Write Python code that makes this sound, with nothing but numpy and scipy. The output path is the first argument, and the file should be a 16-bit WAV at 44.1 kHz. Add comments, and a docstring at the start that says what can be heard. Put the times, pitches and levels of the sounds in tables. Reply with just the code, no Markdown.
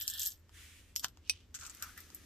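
"""At a paper-covered table in a quiet room, coins are swept into a palm and jingle there.
A palm brushes the paper, knocks sound on the table and a glass jar is clinked after a faint touch.
Then more coins are tapped and dragged over the sheet, clicking together.
Coins and jar are impacts that excite decaying modes; knocks and taps are heavily damped impacts.
Sliding and brushing are stick-slip noise through resonances, above a low hum and room rumble."""
import sys
import numpy as np
from scipy import signal
from scipy.fft import rfft, irfft
from scipy.io import wavfile

SR = 44100
rng = np.random.default_rng(int(sys.argv[2]) if len(sys.argv) > 2 else 0)


def transcribe(u):
    """Save the signal u as a 16-bit wav file named by the first command-line argument.

    u: samples, shape (n,) or (channels, n), limited to [-1, 1]; the rate is SR.
    q: integer samples, one column per channel.
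    """
    v = np.clip(np.atleast_2d(u).T, -1, 1)
    q = np.round(v * 32767).astype(np.int16)
    wavfile.write(sys.argv[1], SR, q)


N = 99577
TIME = np.arange(N) / SR  # s

# spectrum of a blunt contact with the table: (frequency [Hz], relative level [dB])
KNOCK_BODY = [(100, 1), (280, -1), (480, -5), (750, 8.5), (1050, 11), (1600, 9.5), (2150, -3), (2900, 4.5),
              (4000, 1), (4800, 5.5), (6000, 2), (6900, 5), (7800, -3), (10000, -17), (14500, -8)]
# spectrum of coins touching the paper: (frequency [Hz], relative level [dB])
TAP_BODY = [(200, -53.5), (950, -30), (1400, 1.5), (2100, -9), (2700, -3), (3400, -6), (5000, -4),
            (6400, 4), (8100, 1), (9500, -24), (12500, -12.5), (14500, -17)]


def amp(db):
    """Amplitude ratio: 20 dB is a factor of ten."""
    return 10 ** (np.asarray(db) / 20)


def evened(x):
    """Power normalisation: scales to rms 1 over all channels."""
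    return x / np.sqrt(np.mean(x ** 2) + 1e-20)


def unit(x):
    """Energy normalisation: scales each channel to energy 1."""
    return x / np.sqrt(np.sum(x ** 2, -1, keepdims=True) + 1e-20)


def read(points, hz):
    """Logarithmic pitch scale: interpolates a table along log frequency."""
    f, value = np.transpose(points)
    return np.interp(np.log(hz + 1), np.log(f + 1), value)


def level(curve):
    """Amplitude envelope: gain from a dB curve, silent beyond 30 ms outside it."""
    s, db = np.transpose(curve)[:2]
    inside = (TIME > s[0] - .03) * (TIME < s[-1] + .03)
    return amp(np.interp(TIME, s, db)) * inside


def sides(pan_db):
    """Level-difference stereo: left and right gains that differ by pan_db."""
    return amp([[pan_db / 2], [-pan_db / 2]])


def add(mix, s, sound):
    """Superposition: mixes a sound in at time s, in place."""
    part = mix[:, max(round(s * SR), 0):][:, :sound.shape[1]]
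    part += sound[:, :part.shape[1]]


def convolve(x, response):
    """Linear filtering: convolves channel by channel, keeping the length."""
    return signal.fftconvolve(x, np.atleast_2d(response), axes=1)[:, :x.shape[1]]


def colour(x, body, tilt_db=0):
    """Minimum-phase filter of unit energy with the given spectrum, tilted per octave above 500 Hz."""
    hz = abs(np.fft.fftfreq(2048, 1 / SR))
    tilt = tilt_db * np.log2(np.maximum(hz, 500))
    log_gain = np.log(amp(read(body, hz) + tilt))
    # the Hilbert transform of the log gain gives the phase of a causal response
    response = np.fft.ifft(np.exp(signal.hilbert(log_gain).conj())).real
    return convolve(x, unit(response[:len(hz) // 2]))


def pair(x, body=((1, 0), (2, 0))):
    """Spatial coherence: two unrelated signals become alike in the bass, as at two near microphones."""
    # (frequency [Hz], left-right correlation [0 to 1])
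    likeness = [(30, .96), (120, .9), (300, .78), (800, .85), (1500, .75), (3500, .5), (7000, .15),
                (14000, 0)]
    hz = np.fft.rfftfreq(x.shape[1], 1 / SR)
    a, b = rfft(x)
    same = np.clip(read(likeness, hz), -1, 1)
    mid = a * np.sqrt(1 + same)
    side = b * np.sqrt(1 - same)
    return irfft(np.array([mid + side, mid - side]) * amp(read(body, hz)), x.shape[1])


def resonate(x, hz, width):
    """Moving resonance: shifts the curve hz down to zero, low-passes there and shifts back."""
    turn = np.exp(2j * np.pi * np.cumsum(hz * np.ones(N)) / SR)
    r = np.exp(-np.pi * width / SR)
    slow = signal.lfilter([1], [1, -2 * r, r * r], x / turn)
    return evened((turn * slow).real)


def friction(per_s, spread_db, smooth):
    """Stick-slip friction: noise bursts from tiny slips of uneven size over a smooth hiss."""
    slip = rng.random(N) < per_s / SR
    size = amp(spread_db * np.minimum(rng.exponential(1, N), 3.5)) * slip
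    burst = signal.lfilter([1], [1, -np.exp(-1 / (0.00019 * SR))], size)  # 0.19 ms decay
    return evened(pair((evened(burst) + smooth) * rng.standard_normal((2, N))))


def crackle(per_s, spread_db, count=20):
    """Shot noise: separate tiny contacts, each a short grain at one of count pitches."""
    grain_s = .0002  # time constant
    t, out = TIME[:256], np.zeros((2, N))
    for hz in np.linspace(1400, 14500, count):
        touch = rng.random(N) < per_s / count / SR
        size = amp(spread_db * np.minimum(rng.exponential(1, N), 3)) * touch
        grain = np.exp(-t / grain_s) * ring(hz, 0, 0.33)[:, :len(t)]
        out += signal.oaconvolve(size[None], grain, axes=1)[:, :N]
    return evened(out)


def contact(scatter_s, scatter_db, lag_size=4):
    """Impulse excitation: a click that reaches the left microphone first, with decaying chatter."""
    t = TIME[:SR // 4]
    chatter = pair(rng.standard_normal((2, len(t)))) * amp(-60 * t / scatter_s)
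    x = amp(scatter_db) * unit(chatter)
    x[0, 0] += 1
    x[1, lag_size] += 1  # lag in samples
    return x


def ring(hz, db, t60):
    """Damped oscillation: one dying mode, with its own phase at each microphone."""
    t = TIME[:SR // 4]
    rise = 1 - np.exp(-t * hz)
    phase = rng.random((2, 1)) * min(hz / 12000, 1)  # cycles
    return rise * amp(db - 60 * t / max(t60, .002)) * np.sin(2 * np.pi * (hz * t + phase))


def coin_ring(struck_hz=0):
    """Modal synthesis: the modes of mixed coins sum, and those near struck_hz stand out."""
    # modes of the coins: (frequency [Hz]) and their (strength [dB])
    mode_hz = [3531, 5075, 5433, 5615, 5776, 6643, 6829, 7287, 7521, 7849, 8258, 9593, 12576, 12648, 12790,
               12930, 13050, 13150, 13537, 14147, 14400]
    mode_strength = [-14, -4, -5, -5, -6, -7, -7, -8, -2, -5, -3, -12, 1, 3, 0, -2, 1, -2, -1, -4, -9]
    struck_db, struck_width_hz = 7, 400
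    detune, spread_db, t60_s = .002, 2.5, .085  # detune is a fraction of the frequency
    hz = np.array(mode_hz)
    struck = struck_db * np.exp(-((hz - struck_hz) / struck_width_hz) ** 2)
    db = mode_strength + struck + spread_db * rng.standard_normal(len(hz))
    return unit(sum(ring(f * (1 + detune * rng.normal()), mode_db, t60_s) for f, mode_db in zip(hz, db)))


def coins():
    """Impact and free vibration: coins click, ring as the hand lets them, and jostle in between."""
    # coin on coin: (time [s], level [dB], brightness [dB/octave, held to -5 or more],
    # ringing relative to the click [dB], pitch that rings most [Hz])
    clinks = [(.0115, -17.5, -7, -1, 4970), (.0183, -15.5, 27, 3.5, 12500), (0.0786, -6, 0.5, -13, 9600),
              (.0843, -28, 16, -6, 12500), (0.1003, -20, 0, 4, 6650), (.1045, -29, 10, 3.5, 12300),
              (0.1373, -20.5, -4, 4, 12580), (.174, -32, 14, 3, 7900), (0.1955, -12, 16, -6, 14000),
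              (0.2032, -21, 2, 0.5, 7600), (.2195, -28, -12, 8, 6800), (0.2306, -24, -3, 11, 13200),
              (0.237, -37, 11, 9, 13400), (0.2566, -13.5, 4.5, -3, 7540), (0.2617, -10, 2, -7, 7300),
              (.2680, -19, 1.5, 11, 12640), (0.2743, -14, 4, -7, 12600), (0.32, -28.5, -2.5, -6, 12500),
              (0.9558, -38, 0, 16, 6700), (0.9613, -8.5, -0.5, -3, 5570), (0.982, -29.5, -4, 5, 5500),
              (0.9953, -15.5, 2, -8, 5360), (1.046, -12, -5.5, -21, 13200), (1.083, -31, -2.5, -6, 5660),
              (1.7487, -27.5, 0.5, -8, 6700), (1.8243, -14, 6, -3.5, 5620), (1.9773, -23.5, 13, -6, 13600),
              (2.0041, -27, 4, -8, 12600), (2.1473, -17.5, 15.5, -8.5, 12500)]
    # coins damped by the hand: (frequency [Hz], relative level [dB])
    coin_body = [(300, -54.5), (2300, -16.5), (3200, -1), (4400, 0.5), (5300, 1.5), (6200, 1), (7300, 2.5),
                 (8400, 1), (9500, -8), (11300, -5.5), (12900, 7.5), (14500, -13)]
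    # small jostling between the clinks: (time [s], level [dB])
    jostle = [(0, -45.5), (.022, -47.5), (.05, -66), (.07, -55), (.11, -43), (.13, -83), (.15, -61),
              (.185, -48), (.205, -39), (.25, -45.5), (.28, -47.5), (.302, -52.5), (.33, -57), (.37, -77)]
    # where the coins are: (time [s], left over right [dB])
    coin_place = [(.3, 0.3), (.96, 2), (2.1, 2.5)]
    scatter_s, chatter_db = .011, 35.5  # chatter is raised or lowered with the ringing
    out = np.zeros((2, N))
    for s, db, tilt_db, ring_db, struck_hz in clinks:
        click = unit(colour(contact(scatter_s, chatter_db + ring_db), coin_body, max(tilt_db, -5)))
        add(out, s, amp(db) * (click + amp(ring_db) * coin_ring(struck_hz)))
    slips = crackle(per_s=1100, spread_db=5.5) * level(jostle)
    out = out + amp(-1) * colour(slips, coin_body) + amp(-8.5) * convolve(slips, coin_ring())
    pan_db = np.interp(TIME, *np.transpose(coin_place))
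    return out * amp([pan_db / 2, -pan_db / 2])


def sliding():
    """Stick-slip and sympathetic resonance: coins scrape the paper and the sheet sounds under them."""
    # coins sliding toward the table edge: (time [s], level [dB]), (frequency [Hz], relative level [dB])
    edge_slide = [(0, -46), (.06, -50), (.16, -46), (.24, -47.5), (.29, -55), (.34, -75)]
    edge_body = [(300, -53), (1250, -19), (1500, -11), (1780, 1), (2050, -40), (2700, -12), (3200, 4.5),
                 (4100, -3), (6000, -19.5), (14500, -6.5)]
    # coins dragged over the paper: (time [s], level [dB]), (frequency [Hz], relative level [dB])
    drag = [(1.53, -115), (1.545, -53), (1.58, -68.5), (1.63, -58.5), (1.675, -65), (1.72, -62.5),
            (1.79, -62.5), (1.835, -58), (1.88, -57.5), (1.95, -64), (1.99, -59.5), (2.08, -65.5),
            (2.26, -65)]
    drag_body = [(410, -25), (700, -17.5), (1060, -17.5), (1250, -4), (1500, -12.5), (1640, -4), (2310, -7),
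                 (2720, -8), (4460, -9), (6040, -7), (7890, -11.5), (9540, -12), (14500, -12.5)]
    # share of crackle in the drag, falling as the coins settle flat: (time [s], level [dB])
    drag_crackle = [(1.53, 0), (1.7, 0), (1.9, -9), (2.26, -14)]
    # sheet and table under the dragged coins: (time [s], level [dB], resonance [Hz])
    drag_drone = [(1.55, -89.5, 1530), (1.63, -55.5, 1400), (1.69, -65, 1230), (1.74, -73, 1350),
                  (1.80, -68.5, 1400), (1.834, -48.5, 1380), (1.89, -59, 1400), (1.96, -75, 1550),
                  (1.98, -53, 1900), (2.03, -82, 1840), (2.1, -77, 1340)]
    edge = colour(friction(per_s=2300, spread_db=4.0, smooth=0.89), edge_body) * level(edge_slide)
    catches = colour(crackle(per_s=500, spread_db=2), TAP_BODY) * level(drag_crackle)
    hiss = 1.43 * colour(friction(per_s=1300, spread_db=-10, smooth=8.7), [(200, -27)] + drag_body)
    s, _, hz = np.transpose(drag_drone)
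    slips = friction(per_s=980, spread_db=4, smooth=1.0)
    drone = resonate(slips, np.interp(TIME, s, hz), width=350) * level(drag_drone)
    return edge + sides(pan_db=1.5) * ((catches + hiss) * level(drag) + drone)


def blows(table, body, scatter_s, scatter_db):
    """Overdamped impact: dead blows, coloured by what they land on."""
    out = np.zeros((2, N))
    for s, db, tilt_db in table:
        blow = unit(colour(contact(scatter_s, scatter_db), body, tilt_db))
        add(out, s, amp(db) * sides(pan_db=2) * blow)
    return out


def taps():
    """Impact on a soft layer: coins tip and tap on the paper."""
    # (time [s], level [dB], brightness [dB/octave])
    tap_hits = [(1.5435, -28, -3), (1.5483, -18.5, 4.5), (1.5528, -22.5, 1.5), (1.5636, -29, 0),
                (1.5892, -31, -2), (1.5982, -27, 5), (1.6113, -26, -2.5), (1.634, -25.5, -1.5),
                (1.6511, -24.5, 2), (1.665, -21.5, 5), (1.6705, -36, -1), (1.685, -46, 2),
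                (1.697, -23.5, 3.5), (1.8242, -22.5, -3), (1.838, -31, -7.5), (1.9768, -28.5, -7)]
    return blows(tap_hits, TAP_BODY, scatter_s=0.016, scatter_db=2.5)


def clacks():
    """Impact of flat faces: coins land flat with single clacks and almost no chatter."""
    # (time [s], level [dB], brightness [dB/octave]), (frequency [Hz], relative level [dB])
    clack_hits = [(.9619, -12, 0), (1.8245, -25, 5)]
    clack_body = [(150, -18), (500, -6), (1200, 0), (3000, 5), (4600, 5), (5600, 9.5), (7500, 7.5),
                  (9000, 3), (10000, -6), (14500, -4)]
    return blows(clack_hits, clack_body, scatter_s=0.002, scatter_db=-8)


def knocks():
    """Impact on a damped plate: blunt knocks on the table."""
    # (time [s], level [dB], brightness [dB/octave])
    knock_hits = [(.494, -39, 0), (1.0452, -6, 1.5), (1.0504, -27.5, 1), (1.173, -36, 0), (2.103, -32, 2)]
    return blows(knock_hits, KNOCK_BODY, scatter_s=0.01, scatter_db=-4)


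def hiss_swells():
    """Swelling noise: a short faint hiss rises up to a knock and to the jar clink, then stops."""
    # (time the hiss stops [s], level [dB], build-up time constant [s], brightness [dB/octave])
    swell_ends = [(1.0457, -32, 0.0072, 4.5), (1.293, -49, 0.0019, 3)]
    hiss = friction(per_s=3100, spread_db=-6, smooth=0.66)
    out = np.zeros((2, N))
    for s, db, build_s, tilt_db in swell_ends:
        swell = np.exp(-abs(TIME - s) / build_s) * (TIME < s)
        out += colour(hiss * amp(db) * swell, KNOCK_BODY, tilt_db)
    return out


def jar():
    """Modal vibration of a shell: the glass rings shortly, damped by what fills it."""
    # metal against the jar: (time [s], level [dB])
    jar_hits = [(1.275, -32.5), (1.2959, 2.5)]
    # modes of the glass: (frequency [Hz]) and their (strength [dB], t60 [s], left over right [dB])
    glass_hz = [2515, 2590, 3300, 3758, 3989, 4387, 4740, 4790, 4924, 5640, 5770, 5850, 7574, 8520, 10840,
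                12180, 13390, 13810]
    glass_modes = [(3, .045, 2), (-3, .025, 2), (-17, .06, 0), (-15, .09, 0), (-17, .06, 0), (-17, .07, 0),
                   (-1, .055, 1), (-5, .04, 1), (-17, .11, 0), (-7, .025, -2), (5, .052, -5),
                   (-15, .13, -4), (-19, .06, 0), (0, .055, -6), (-17, .08, 0), (-17, .09, 0),
                   (-19, .08, 0), (-23, .1, 0)]
    # spectrum of the contact: (frequency [Hz], relative level [dB])
    tick_body = [(200, -30), (900, -24), (1850, -22), (2600, 0), (3200, -5), (3900, -3), (4350, -7),
                 (5300, 0), (6200, -3), (7000, -11), (9000, -11), (14500, -17)]
    lag_s, tick_db = .00004, -7  # the ringing reaches the right microphone later by lag_s
    t = np.maximum(TIME[:SR // 4] - np.array([[0], [lag_s]]), 0)
    glass = 0
    for hz, (db, t60, pan_db) in zip(glass_hz, glass_modes):
        glass = glass + sides(pan_db) * amp(db - 60 * t / t60) * np.sin(2 * np.pi * hz * t)
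    glass = glass * (1 - np.exp(-t * glass_hz[0])) ** 2  # soft onset
    tick = unit(colour(contact(scatter_s=.032, scatter_db=9), tick_body))
    out = np.zeros((2, N))
    for s, db in jar_hits:
        add(out, s, amp(db) * (glass / np.linalg.norm(glass) + amp(tick_db) * tick))
    return out


def hand():
    """Friction and cavity resonance: skin and cloth rub, and the hollow under the palm rises in pitch."""
    # palm brushing the paper: (time [s], level [dB], resonance [Hz]), (frequency [Hz], relative level [dB])
    brush = [(0.514, -75.5, 1610), (.545, -60.5, 1840), (.60, -56, 1870), (0.661, -57, 2150),
             (.72, -60, 2320), (.79, -61, 2680), (.85, -68.5, 2560), (.9, -69, 2500), (.95, -75.5, 2670)]
    brush_body = [(470, -40.5), (800, -34), (1160, -13), (1300, -14.5), (1500, -9.5), (1910, -4.5),
                  (2060, -7), (3190, -5), (4310, -11), (7720, -9), (14500, -16.5)]
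    # sleeve moving over the table: (time [s], level [dB]), (frequency [Hz], relative level [dB])
    sleeve = [(1.08, -103), (1.15, -77), (1.21, -86), (1.27, -64), (1.35, -61), (1.395, -65.5),
              (1.45, -74.5), (1.52, -103)]
    sleeve_body = [(500, -12.5), (1800, -5), (3000, 10), (3800, 4), (6000, -0.5), (10000, -12.5),
                   (14500, -28.5)]
    # low rustle of the arm: (time [s], level [dB]), (frequency [Hz], relative level [dB])
    arm = [(.8, -75), (1.2, -76), (1.6, -74.5), (1.95, -70.5), (2.15, -67), (2.26, -65)]
    arm_body = [(60, -10), (150, -8), (270, 2), (500, -13), (1200, -37), (4000, -55)]
    hollow_db = -10  # relative to the rub
    s, _, hz = np.transpose(brush)
    rub = friction(per_s=2100, spread_db=-8, smooth=5.7)
    hollow = resonate(pair(rng.standard_normal((2, N))), np.interp(TIME, s, hz), width=700)
    palm = (colour(rub, [(300, -33)] + brush_body) + amp(hollow_db) * hollow) * level(brush)
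    cloth = friction(per_s=600, spread_db=-4.5, smooth=1.3)
    return palm + colour(cloth, sleeve_body) * level(sleeve) + colour(cloth, arm_body) * level(arm)


def background():
    """Stationary noise and a narrow-band tone: room rumble, faint hiss and a wavering low hum."""
    # spectrum of the room noise: (frequency [Hz], relative level [dB])
    floor_body = [(20, -28), (30, -10), (42, -1), (65, -0.5), (95, -7.5), (145, -17), (280, -16),
                  (400, -20.5), (800, -30.5), (1800, -29.5), (3000, -33.5), (8000, -36), (9500, -48),
                  (13000, -38.5), (14500, -44)]
    floor_db, hum_db = -64.5, -64  # rms
    hum_hz, hum_width_hz, waver = 81.56, 40.6, 0.64
    hum = np.sin(2 * np.pi * hum_hz * TIME)
    hum = hum + waver * resonate(rng.standard_normal(N), hum_hz, hum_width_hz)
    noise = evened(pair(rng.standard_normal((2, N)), floor_body))
    return amp(floor_db) * noise + amp(hum_db) * evened(hum)


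def room(x, wet_db):
    """Reverberation: quick reflections from table and jar, then the faint tail of a small room."""
    # decay of the tail: (frequency [Hz], t60 [s])
    room_t60 = [(200, 0.25), (1500, 0.14), (5000, 0.11), (14000, 0.046)]
    early_t60_s, early_db, tail_db = 0.058, -5, -17.5  # levels before wet_db
    t = TIME[:SR // 2]
    sparse = rng.standard_normal((2, len(t))) * (rng.random((2, len(t))) < .15)
    early = unit(pair(sparse) * amp(-60 * t / early_t60_s) * (t > .003))
    # each frequency band of the tail decays at its own rate
    hz, s, z = signal.stft(pair(rng.standard_normal((2, len(t)))), SR, nperseg=256)
    decay = amp(-60 * s / read(room_t60, hz)[:, None])
    tail = signal.istft(z * decay, SR)[1][:, :len(t)] * (t > .008)
    return x + amp(wet_db) * convolve(x, amp(early_db) * early + amp(tail_db) * unit(tail))


def scene():
    """Superposition of all sources at the table; reverberation is added to some of them."""
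    hits = room(coins(), wet_db=-1.5) + room(taps(), wet_db=5.0)
    hits = hits + room(knocks() + hiss_swells(), wet_db=-4.5) + room(jar(), wet_db=-8)
    return hits + clacks() + sliding() + hand() + background()


def record(dry):
    """Band limitation: a linear-phase low-pass at 14750 Hz."""
    low_pass = signal.firwin(255, 14750, window=("kaiser", 8), fs=SR)
    return signal.oaconvolve(dry, low_pass[None], "same")


dry = scene()
out = record(dry)
transcribe(out)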